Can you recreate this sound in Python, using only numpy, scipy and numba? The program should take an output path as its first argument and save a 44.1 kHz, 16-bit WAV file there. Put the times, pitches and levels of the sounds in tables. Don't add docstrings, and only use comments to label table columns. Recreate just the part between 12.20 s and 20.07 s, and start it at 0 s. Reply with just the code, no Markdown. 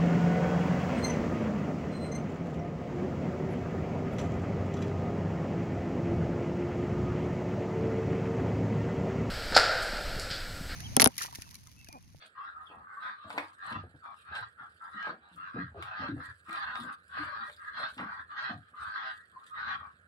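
import sys
import numpy as np
from scipy import signal
from scipy.fft import rfft, irfft, next_fast_len
from scipy.io import wavfile
from scipy.ndimage import uniform_filter1d
from numba import njit

SR = 44100
rng = np.random.default_rng(int(sys.argv[2]) if len(sys.argv) > 2 else 0)


def materialize(psi):
    bounded = np.clip(np.atleast_2d(psi).T, -1, 1)
    quanta = np.round(bounded * 32767).astype(np.int16)
    wavfile.write(sys.argv[1], SR, quanta)


N = 347067
T = np.arange(N) / SR


# (start [s], length [s], fastest point [share of length], level [dB],
# treble bite [dB], low weight [dB], top tooth rate [Hz], honk pitch [Hz], honk glide [Hz])
SAW_STROKES = [(0, 0.08, 0.23, -56.5, 1.5, 0.5, 90.34, 1470, -10),
               (0.14, 0.21, 0.5, -42, -20, -7.5, 100.6, 1330, 516),
               (0.325, 0.17, 0.4, -50, -30.5, 0, 96.81, 1220, -150),
               (0.475, 0.2, 0.34, -54, -26, 11.5, 86.79, 1060, -250),
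               (0.593, 0.25, 0.56, -46, -39, -7.5, 100.9, 1350, 347),
               (0.789, 0.17, 0.44, -38.5, -16, -3.5, 115.3, 1350, 156),
               (0.929, 0.18, 0.53, -53, -15, -25, 94.77, 1280, -56),
               (1.05, 0.31, 0.38, -50.5, -14.5, 11.5, 99.88, 1190, -250),
               (1.356, 0.14, 0.53, -47, -22, -34, 99.58, 1473, 101),
               (1.396, 0.23, 0.48, -39, -13.5, 5, 117.2, 1355, -250),
               (1.821, 0.14, 0.42, -47, -17, 8, 86.04, 1197, -250),
               (1.93, 0.12, 0.6, -64, -0.5, -30, 88.18, 1324, -1.5),
               (2.02, 0.25, 0.6, -40.5, -14, 3, 119.6, 1486, 350),
               (2.37, 0.12, 0.46, -46, -22, 1.5, 92.31, 1349, -100),
               (2.596, 0.12, 0.43, -46.5, -33, 5, 97.73, 1390, 12),
               (2.671, 0.26, 0.64, -37, -16.5, -9, 119.8, 1473, 250),
               (2.99, 0.17, 0.48, -63, -5.5, 12, 90.8, 1461, -2),
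               (3.157, 0.17, 0.44, -40.5, -18.5, -15, 92.82, 1399, 452),
               (3.327, 0.17, 0.31, -41.5, -19.5, -9.5, 95.94, 1538, 4),
               (3.534, 0.29, 0.56, -41.5, -14, 2.5, 106.8, 1340, 300),
               (3.719, 0.2, 0.56, -37, -12.5, 2, 131.1, 1562, 94),
               (3.947, 0.19, 0.46, -43.5, -19.5, -5.5, 96.06, 1740, -100),
               (4.245, 0.3, 0.55, -36, -14, -2.5, 134.8, 1530, 301),
               (4.441, 0.22, 0.42, -39, -14.5, 2, 111.7, 1370, 0),
               (4.606, 0.16, 0.52, -41, -21.5, -6, 100.4, 1330, -150),
               (4.88, 0.22, 0.58, -36, -14, -5, 134.2, 1556, 150),
               (5.016, 0.28, 0.56, -38.5, -17, -3, 112.7, 1620, -8),
               (5.364, 0.23, 0.45, -44.5, -24.5, -22, 103.5, 1641, 1),
               (5.499, 0.22, 0.54, -37, -9, 0.5, 136.5, 1521, 143),
               (5.751, 0.29, 0.56, -38.5, -21, -1, 109.3, 1575, 188),
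               (6.079, .15, 0.44, -43.5, -18.5, -6.5, 104.9, 1484, 200),
               (6.147, 0.2, 0.46, -36, -11, -1, 137, 1520, 147),
               (6.378, 0.13, 0.5, -63, -14, -26, 98.1, 1530, 3),
               (6.523, 0.29, 0.53, -38.5, -19, -7.5, 107.3, 1470, 396),
               (6.699, 0.26, 0.56, -37, -12.5, -1.5, 133.5, 1600, 120),
               (6.945, 0.12, 0.35, -55.5, -43, -33, 96.8, 1799, 200),
               (7.113, 0.15, 0.45, -54.5, -43, 0, 98.24, 1091, -52),
               (7.198, 0.11, 0.5, -56.5, -19, -20, 97.7, 1750, 4),
               (7.325, .16, 0.48, -37.5, -16, -6, 112.3, 1444, 245),
               (7.42, 0.19, 0.41, -36, -12.5, -2.5, 132, 1450, 154),
               (7.55, 0.16, 0.53, -46.5, -21.5, 0.5, 103.9, 1168, -150)]
def saw_strokes(tooth_sag=.28, ring_s=.15, catch_db=1.49):
    tracks = np.zeros((5, N))
    for start, length, fastest, db, bite_db, weight_db, tooth_hz, honk_hz, glide_hz in SAW_STROKES:
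        speed = arch(length, fastest) + 1e-6
        power = (undb(db) * speed ** .92) ** 2
        bite = undb(bite_db) * speed ** .22
        weight = undb(weight_db) * speed
        tooth_rate = tooth_hz * (1 - tooth_sag * (1 - speed))
        honk = honk_hz + glide_hz * np.linspace(-.5, .5, len(speed))
        for track, control in zip(tracks, (1, bite, weight, tooth_rate, honk)):
            add(track, start, power * control)
    decay = undb(-120 / (ring_s * SR))
    ringing = signal.lfilter([1 - decay], [1, -decay], tracks)
    power, *controls = ringing + 1e-6 * tracks.mean(axis=1, keepdims=True)
    loudness = np.sqrt(power) * undb(catch_db * wander(40))
    return loudness, *(controls / power)


# (frequency [Hz], level [dB])
RASP_COLOUR = [(150, -10), (450, -18.5), (650, -8), (850, -6.5), (1200, 6.5), (1650, 1), (1950, -1.5),
               (2400, -10), (3100, -12), (3800, -15.5), (4450, -19), (5300, -25), (6300, -36.5),
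               (9000, -108.5)]
# (pitch [Hz], width [Hz], boost [dB])
TIMBER_NOTES = [(820, 45, 6), (950, 45, 3), (1225, 45, 3.5), (1420, 90, -2), (1562, 35, 3), (1620, 40, 2),
                (1748, 35, 2), (1876, 35, 3), (2564, 90, 3)]
# (pitch [Hz], width [Hz], boost [dB])
TOOTH_RING = [(3950, 900, 5.5)]
def saw_teeth(tooth_hz, waver=.022, tear_share=.29):
    teeth_passed = np.cumsum(tooth_hz * (1 + waver * wander(25))) / SR
    tooth = teeth_passed.astype(int)
    timing, strength = rng.standard_normal((N // 200, 2))[:tooth[-1] + 1].T
    force = undb(2 * strength)
    strike_at = np.searchsorted(teeth_passed, np.arange(len(force)) + .005 * timing)
    strikes = np.zeros(N)
    strikes[np.minimum(strike_at, N - 1)] = force
    tearing = rng.standard_normal(N) * np.exp(-(teeth_passed % 1) / tear_share) * force[tooth]
    splinters = grains(260, spread_db=4.3)
    drive = unit(strikes) + undb(-9.5) * unit(tearing) + undb(-12) * splinters
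    paths = np.array([wander(9) for _ in range(4)])
    paths /= np.sqrt(np.sum(paths ** 2, axis=0))
    rasp = sum(shed(drive * share, ring_s=.16, direct_db=-17) for share in paths)
    rasp = patchy(rasp, depth_db=5, width_hz=170, hold_s=.055)
    return colour(rasp, RASP_COLOUR, TIMBER_NOTES + TOOTH_RING), tearing


# (pitch [multiple of the honk], width [Hz], level [dB])
HONK_OVERTONES = [(2.1, 400, 0), (2.65, 800, 4)]
def saw(full_stroke_db=-41.5, honk_db=6, honk_width_hz=276., echo_db=-17):
    loudness, bite, weight, tooth_hz, honk_hz = saw_strokes()
    rasp, tearing = saw_teeth(tooth_hz)
    low = colour(rasp, [(480, -8), (650, -4), (800, 1), (900, 1), (1020, -5), (1150, -50)])
    middle = colour(rasp, [(850, -50), (1000, -6), (1100, 0), (1900, 0), (2120, -6), (2450, -50)])
    top = colour(rasp, [(1850, -50), (2120, -6), (2400, 0)])
    honk = np.array([resonate(side, honk_hz, honk_width_hz) for side in middle])
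    breadth = (loudness / undb(full_stroke_db)) ** .94
    middle = breadth * middle + undb(honk_db) * honk
    overtones = sum(undb(db) * np.array([resonate(side, ratio * honk_hz, float(width)) for side in top])
                    for ratio, width, db in HONK_OVERTONES)
    top = patchy(top + overtones, depth_db=3.5, width_hz=300, hold_s=.06)
    cutting = weight * undb(-12) * steady(low) + undb(-.22) * steady(middle) + bite * steady(top)
    sound = loudness * cutting + singing_blade(tearing, loudness, honk_hz)
    return sound + undb(echo_db) * shed(sound[0], ring_s=.22, direct_db=-24.5)


# (pitch [Hz], width [Hz], relative level [dB])
BLADE_NOTES = [(828, 11, -11), (1006.3, 51, -4.5), (1233, 30, 5), (1623.6, 59, 2), (2113, 31, -8)]
def singing_blade(tearing, loudness, honk_hz, bend=.0091, fall_db_per_octave=18):
    flex = 1 + bend * wander(12)
    ring = np.zeros(N)
    for hz, width, db in BLADE_NOTES:
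        note = resonate(tearing, hz * flex, float(width))
        note = resonate(note, hz * flex, float(width))
        octaves_away = np.abs(np.log2(hz / honk_hz))
        ring += undb(db - fall_db_per_octave * octaves_away + 3 * wander(16)) * unit(note)
    level = undb(-46) * (loudness / undb(-37.5)) ** 1.25
    return level * steady(shed(ring, ring_s=.21, direct_db=1))


# (start [s], length [s], first pitch [Hz], last pitch [Hz], level [dB])
WOOD_SQUEAKS = [(0.162, 0.077, 1037, 1183, -44.5), (0.338, 0.036, 1210, 1320, -43.5),
                (0.392, 0.026, 1245, 1190, -47), (0.455, 0.028, 3590, 3100, -53.5),
                (0.479, 0.047, 2900, 2420, -58.5), (0.762, 0.033, 1150, 1140, -40),
                (0.938, .17, 3850, 3780, -64.5), (0.949, 0.16, 1245, 1172, -52),
                (1.816, 0.042, 1312, 1250, -46.5), (2.384, 0.05, 1443, 1290, -44),
                (2.604, 0.043, 1332, 1294, -43.5), (5.057, 0.084, 623, 573, -55),
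                (6.531, 0.037, 1203, 1201, -46.5), (7.154, 0.043, 1030, 1104, -47.5),
                (7.297, 0.053, 1241, 1280, -43.5)]
def wood_squeaks(waver=.033, overtone_db=-38):
    track = np.zeros(N)
    for start, length, first_hz, last_hz, db in WOOD_SQUEAKS:
        progress = np.linspace(0, 1, int(length * SR))
        wobble = unit(uniform_filter1d(rng.standard_normal(SR // 4), size=90))[:len(progress)]
        hz = (first_hz + (last_hz - first_hz) * progress) * (1 + waver * wobble)
        phase = 2 * np.pi * np.cumsum(hz) / SR
        tone = np.sin(phase) + undb(overtone_db) * np.sin(2 * phase)
        add(track, start, undb(db) * np.sqrt(2) * np.sin(np.pi * progress) * tone)
    return shed(track, ring_s=.2, direct_db=-5)


# (pitch [Hz], relative level [dB], free ring time [s])
PEN_NOTES = [(70, -5, .28), (90, 0, .4), (118, -4, .3), (156, 0, .2), (184, -3, .18), (221, -4, .2),
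             (247, 0, .19), (292, 0, .2), (320, -4, .16), (420, -6, .14), (504, -3, .14), (575, -5, .14),
             (641, -2, .14), (727, -2, .16), (800, -3, .12)]
def pen_ring(t, board_hz, fall_db_per_octave=10.5, ring_share=.68, board_ring_s=.17):
    ring = undb(5 - 60 * t / board_ring_s) * np.sin(2 * np.pi * board_hz * t)
    for hz, db, ring_s in PEN_NOTES:
        strength, detune = rng.standard_normal(2)
        start_db = db + 3 * strength - fall_db_per_octave * abs(np.log2(hz / board_hz))
        fade_db = 60 * t / (ring_s * ring_share)
        ring += undb(start_db - fade_db) * np.sin(2 * np.pi * hz * (1 + .031 * detune) * t)
    return ring


# (time [s], floor boom [dB], plank [dB], slat [dB], board pitch [Hz], contact time [s])
PEN_KNOCKS = [(0.019, -86, -72.5, -64, 626, 0.018), (0.5, -93, -59.5, -55.5, 288, 0.016),
              (0.568, -59.5, -61, -65.5, 99.8, 0.021), (1.045, -79, -60, -55.5, 619, 0.022),
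              (1.05, -52, -54, -66, 109, 0.0044), (1.098, -76, -64, -55, 630, 0.011),
              (1.14, -77, -51, -46, 474, 0.016), (1.177, -69, -50, -78, 291.4, 0.0034),
              (1.225, -74, -68, -56.5, 313, 0.0054), (1.513, -46.5, -43.5, -49, 246, 0.0089),
              (1.557, -38, -41, -53.5, 100, 0.0089), (1.639, -44, -57.5, -54, 100, 0.003),
              (1.742, -53, -58.5, -60, 509.3, 0.0073), (2.205, -49.5, -73, -76, 112, 0.0073),
              (2.406, -78, -63, -88, 79.83, 0.0093), (2.744, -88, -54.5, -63.5, 196, 0.011),
              (2.872, -79, -49.5, -46, 247, 0.022), (3.113, -68, -59, -74, 159.4, 0.038),
              (3.343, -42.5, -40.5, -55, 241.7, 0.0061), (3.362, -70, -40, -48.5, 483.4, 0.012),
              (3.378, -41, -36.5, -56, 177.3, 0.0092), (3.43, -41.5, -58, -69, 133, 0.0064),
              (3.547, -48, -65, -49, 408, 0.015), (3.545, -82, -64, -51.5, 682, 0.007),
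              (3.576, -42.5, -50.5, -48.5, 127.9, 0.014), (3.794, -43, -49, -76, 85.2, 0.0082),
              (3.805, -61, -47, -66, 264.2, 0.026), (3.822, -54, -71, -47.5, 578, 0.01),
              (3.889, -44, -38.5, -75, 305, 0.0033), (3.917, -35.5, -40, -79, 275, 0.013),
              (3.964, -44, -45.5, -49.5, 255, 0.013), (4.08, -47.5, -67.5, -72, 79, 0.012),
              (4.283, -71, -54, -67, 331.4, 0.0097), (4.588, -49, -45, -80, 243, 0.015),
              (4.639, -74, -50, -55.5, 248.1, 0.015), (4.985, -46, -44.5, -54, 305, 0.014),
              (5.279, -68, -84, -60.5, 595.8, 0.0062), (5.6, -65, -69, -50, 576, 0.0074),
              (5.768, -56, -45.5, -55.5, 250.2, 0.016), (5.797, -49, -43, -50.5, 187.9, 0.018),
              (6.294, -56, -44, -61, 228.3, 0.0096), (6.298, -75, -54, -47, 735, 0.016),
              (6.334, -39.5, -44.5, -61, 159.9, 0.013)]
def pen_knocks(rattle_db=-25):
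    track, t = np.zeros(N), T[:SR * 3 // 5]
    for start, boom_db, plank_db, slat_db, board_hz, contact_s in PEN_KNOCKS:
        ring = pen_ring(t, board_hz)
        rattle_shape = t / contact_s * np.exp(1 - t / contact_s)
        push = undb(rattle_db) * rng.standard_normal(len(t)) * rattle_shape
        push[0] += 1
        knock = signal.fftconvolve(ring, push)[:len(t)]
        for low_hz, high_hz, db in (78, 140, boom_db - 2), (145, 360, plank_db), (380, 850, slat_db - 1):
            part = band(knock, low_hz, high_hz, order=2)
            add(track, start, part * undb(db) / np.std(part[:SR // 20]))
    return shed(track, ring_s=.17, direct_db=7)


# (frequency [Hz], level [dB])
CRACK_TONE = [(300, -14), (700, -5), (1150, 0), (1700, -3), (2600, -9), (3700, -13), (5000, -26),
              (6300, -36), (7200, -30), (8200, -24), (9200, -30), (10200, -25), (11500, -37), (15500, -36)]
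# (time [s], low clack [dB], middle snap [dB], high fizz [dB], breaking time [s])
STEM_CRACKS = [(1.103, -37.5, -45, -67, 0.007), (1.178, -27, -37, -67, 0.0063),
               (1.182, -33, -35, -56, 0.0034), (1.2, -49, -63, -73, .012), (1.226, -45, -63, -75, .007),
               (1.525, -53, -43.5, -81, 0.0069), (1.858, -47.5, -71, -77, 0.0024),
               (2.152, -47, -40, -78, 0.019), (2.828, -53, -47.5, -81, 0.0023),
               (2.847, -44, -59, -87, 0.0021), (2.866, -36, -53, -89, 0.022),
               (2.892, -37, -57, -90, 0.0036), (3.159, -82, -80, -67, 0.011),
               (3.624, -41.5, -40.5, -56, 0.0062), (4.044, -68, -63, -83, 0.0051),
               (4.292, -45, -50, -64, 0.005), (4.329, -58, -47, -55, 0.0035),
               (4.356, -50, -44.5, -77, 0.0078), (4.555, -43.5, -40.5, -79, 0.00068),
               (4.974, -43, -57, -83, 0.00091), (5.009, -44, -56, -85, 0.0013),
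               (5.036, -47, -56, -82, .0012), (5.297, -45.5, -52, -79, 0.0049),
               (5.778, -41.5, -45, -91, .02), (5.791, -36.5, -52.5, -90, 0.031)]
def stem_cracks(splinter_s=.016, clean_break_s=.008, trim_db=-2):
    track, t = np.zeros(N), T[:SR // 6]
    for start, *levels_db, break_s in STEM_CRACKS:
        fade = np.exp(-t / break_s) + undb(-19) * np.exp(-t / splinter_s)
        fibres = rng.standard_normal(len(t)) * fade
        fibres[SR // 1000] += undb(22) * np.exp(-break_s / clean_break_s)
        burst = colour(fibres, CRACK_TONE)[:SR // 8]
        for (low_hz, high_hz), db in zip(((400, 2200), (2200, 6000), (7000, 15500)), levels_db):
            part = band(burst, low_hz, high_hz)
            add(track, start, part * undb(db + trim_db) / np.std(part[:SR // 100]))
    return shed(track, ring_s=.21, direct_db=4)


# (frequency [Hz], level [dB])
LEAF_TONE = [(1500, -18), (3500, 7.5), (4500, 3), (6300, -16), (7200, -3), (8400, 6), (9200, -7),
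             (10200, 4), (11500, -18), (13000, -12.5), (15500, -18)]
# (start [s], length [s], treble level [dB])
FODDER_TUGS = [(0.045, 0.078, -69.5), (0.666, 0.38, -76.5), (1.06, 0.32, -63.5), (1.325, 0.054, -74),
               (1.43, 0.19, -69), (1.93, 0.18, -74), (2.132, 0.12, -64.5), (3.11, 0.1, -73),
               (4.02, 0.11, -70.5), (4.24, 0.29, -68), (4.54, 0.19, -61), (4.718, 0.049, -61.5),
               (4.76, 0.38, -78.5), (4.94, 0.29, -73), (5.23, 0.22, -64), (5.41, 0.14, -73),
               (5.56, 0.15, -69), (5.67, 0.22, -66.5), (6.15, 0.23, -85), (6.53, 0.29, -73),
               (6.928, 0.076, -72), (7.255, 0.075, -67)]
def rustling_leaves(nibble_db=-83.5, tick_db=-8):
    nibbling = undb(nibble_db + 3 * wander(6.8))
    loudness = np.hypot(swells(FODDER_TUGS, peak_share=.33), nibbling)
    near, left, right = (grains(300, spread_db=4.6) + .45 * rng.standard_normal(N) for _ in range(3))
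    near += undb(tick_db) * grains(22, spread_db=3)
    rustle = shed(near, ring_s=.09, direct_db=-1) + .5 * np.array([left, right])
    rustle = colour(patchy(rustle, depth_db=4, width_hz=500, hold_s=.025), LEAF_TONE)
    return rustle * loudness / np.std(band(rustle, 7000, 15000))


# (frequency [Hz], level [dB])
FLOOR_TONE = [(25, -12), (50, 1), (85, 14.5), (120, -2), (170, -1), (230, -4.5), (400, -15), (800, -10),
              (2000, -66.5)]
# (start [s], length [s], level [dB])
GOAT_STEPS = [(0.5, 0.23, -68), (1.4, 0.6, -63), (1.54, 0.23, -57.5), (2.08, 0.16, -51.5), (2.7, 0.3, -74),
              (3.38, 0.37, -57), (3.78, .4, -54), (4.4, 0.24, -57.5), (4.87, 0.42, -58.5),
              (5.42, 0.87, -63.5), (6.45, 0.33, -62.5), (6.85, 0.4, -90), (7.25, 0.63, -58.5)]
def floor_rumble(restless_db=-73):
    footfalls = shed(grains(80, spread_db=2.5), ring_s=.15, direct_db=0)
    rumble = colour(patchy(footfalls, depth_db=4, width_hz=100, hold_s=.04), FLOOR_TONE)
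    return unit(rumble) * np.hypot(swells(GOAT_STEPS, peak_share=.38), undb(restless_db))


# (frequency [Hz], relative level [dB])
YARD_TONE = [(18, -52), (30, -45.5), (102, -3), (277, -13), (443, -14), (897, -22), (1230, -6), (1590, 4),
             (2180, -21.5), (3780, -29), (6210, -60), (7200, -45), (8400, -34), (9200, -41), (10100, -38),
             (11300, -56), (15500, -54)]
def yard_air(level_db=-64):
    noise = shed(rng.standard_normal(N), ring_s=.0095, direct_db=-1)
    return unit(colour(noise, YARD_TONE)) * undb(level_db)


# (frequency [Hz], likeness [-1 to 1])
ECHO_LIKENESS = [(60, .95), (300, .86), (650, .4), (900, .1), (1300, -.3), (1700, -.15), (2300, 0),
                 (15000, 0)]
def shed(x, ring_s, direct_db):
    t, lead, lag = T[:SR // 2], 256, 8
    tail = rng.standard_normal((2, len(t))) * undb(-60 * t / ring_s)
    tail /= np.sqrt(np.sum(tail ** 2, axis=1, keepdims=True))
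    alike = np.clip(along(ECHO_LIKENESS, bins(t)), -.99, .99)
    shares = np.sqrt([(1 + alike) / 2, (1 - alike) / 2])
    mid, side = irfft(rfft(np.roll(tail, lead, axis=1)) * shares, len(t))
    response = np.array([mid + side, mid - side])
    response[[0, 1], [lead, lead + lag]] += undb(direct_db)
    heard = signal.fftconvolve(x[None], response, axes=1)[:, lead:lead + N]
    return heard / np.sqrt(1 + undb(direct_db) ** 2)


def undb(db):
    return 10 ** (np.asarray(db) / 20)


def unit(x):
    return x / np.sqrt(np.mean(x ** 2) + 1e-30)


def steady(x):
    return x / np.sqrt(uniform_filter1d(np.mean(x ** 2, axis=0), SR // 26) + 1e-12)


def add(track, start_s, sound):
    start = max(int(start_s * SR), 0)
    track[start:start + len(sound)] += sound[:N - start]


def arch(length_s, peak_share):
    progress = np.linspace(0, 1, int(length_s * SR))
    skew = np.log(.5) / np.log(np.clip(peak_share, .05, .95))
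    return np.abs(np.sin(np.pi * progress ** skew))


def swells(rows, peak_share):
    track = np.zeros(N)
    for start, length, db in rows:
        add(track, start, undb(db) * arch(length, peak_share) ** 2)
    return track


def wander(per_second):
    hold = int(SR / per_second)
    steps = np.repeat(rng.standard_normal(N // hold + 1), hold)
    return unit(uniform_filter1d(steps, hold)[:N])


def grains(per_second, spread_db):
    size = undb(spread_db * np.minimum(rng.exponential(size=N), 4))
    return unit((rng.random(N) < per_second / SR) * size * rng.choice([-1, 1], N))


def bins(x):
    return np.maximum(np.fft.rfftfreq(x.shape[-1], 1 / SR), 1)


def along(points, hz):
    point_hz, value = np.transpose(points)
    return np.interp(np.log(hz), np.log(point_hz), value)


def colour(x, points, notes=()):
    size = next_fast_len(x.shape[-1], True)
    hz = bins(np.empty(size))
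    peaks_db = sum(db / (1 + (2 * (hz - pitch) / width) ** 2) for pitch, width, db in notes)
    return irfft(rfft(x, size) * undb(along(points, hz) + peaks_db), size)[..., :x.shape[-1]]


def band(x, low_hz, high_hz, order=3):
    return signal.sosfilt(signal.butter(order, [low_hz, high_hz], "band", fs=SR, output="sos"), x)


@njit
def resonate(x, hz, width):
    y, band_state, low_state = np.empty(len(x)), 0., 0.
    for i in range(len(x)):
        tuning, damping = np.tan(np.pi * hz[i] / SR), width / hz[i]
        swing = (band_state + tuning * (x[i] - low_state)) / (1 + tuning * (tuning + damping))
        band_state = 2 * swing - band_state
        low_state += 2 * tuning * swing
        y[i] = damping * swing
    return y


def patchy(x, depth_db, width_hz, hold_s):
    _, _, cells = signal.stft(x, nperseg=512, noverlap=384)
    field = rng.standard_normal(cells.shape[-2:])
    for axis, reach in enumerate((width_hz * 512 / SR, hold_s * SR / 128)):
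        for _ in range(2):
            field = uniform_filter1d(field, max(int(reach), 1), axis=axis)
    gain = unit(undb(depth_db * unit(field)))
    return signal.istft(cells * gain, nperseg=512, noverlap=384)[1][..., :N]


def scene():
    return (saw() + wood_squeaks() + pen_knocks() + stem_cracks()
            + rustling_leaves() + floor_rumble() + yard_air())


# (frequency [Hz], left minus right [dB])
MIC_BALANCE = [(60, -.7), (200, .8), (1000, .5), (2000, -.7), (4000, -1.5), (8000, -1), (12000, 4)]
def record(dry, bass_hz=58, top_hz=15750):
    heard = np.array([colour(channel, [(hz, side * db / 2) for hz, db in MIC_BALANCE])
                      for channel, side in zip(dry, (1, -1))])
    thinned = signal.sosfilt(signal.butter(2, bass_hz, "high", fs=SR, output="sos"), heard)
    return signal.sosfilt(signal.ellip(10, .2, 70, top_hz, fs=SR, output="sos"), thinned)


dry = scene()
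out = record(dry)
materialize(out)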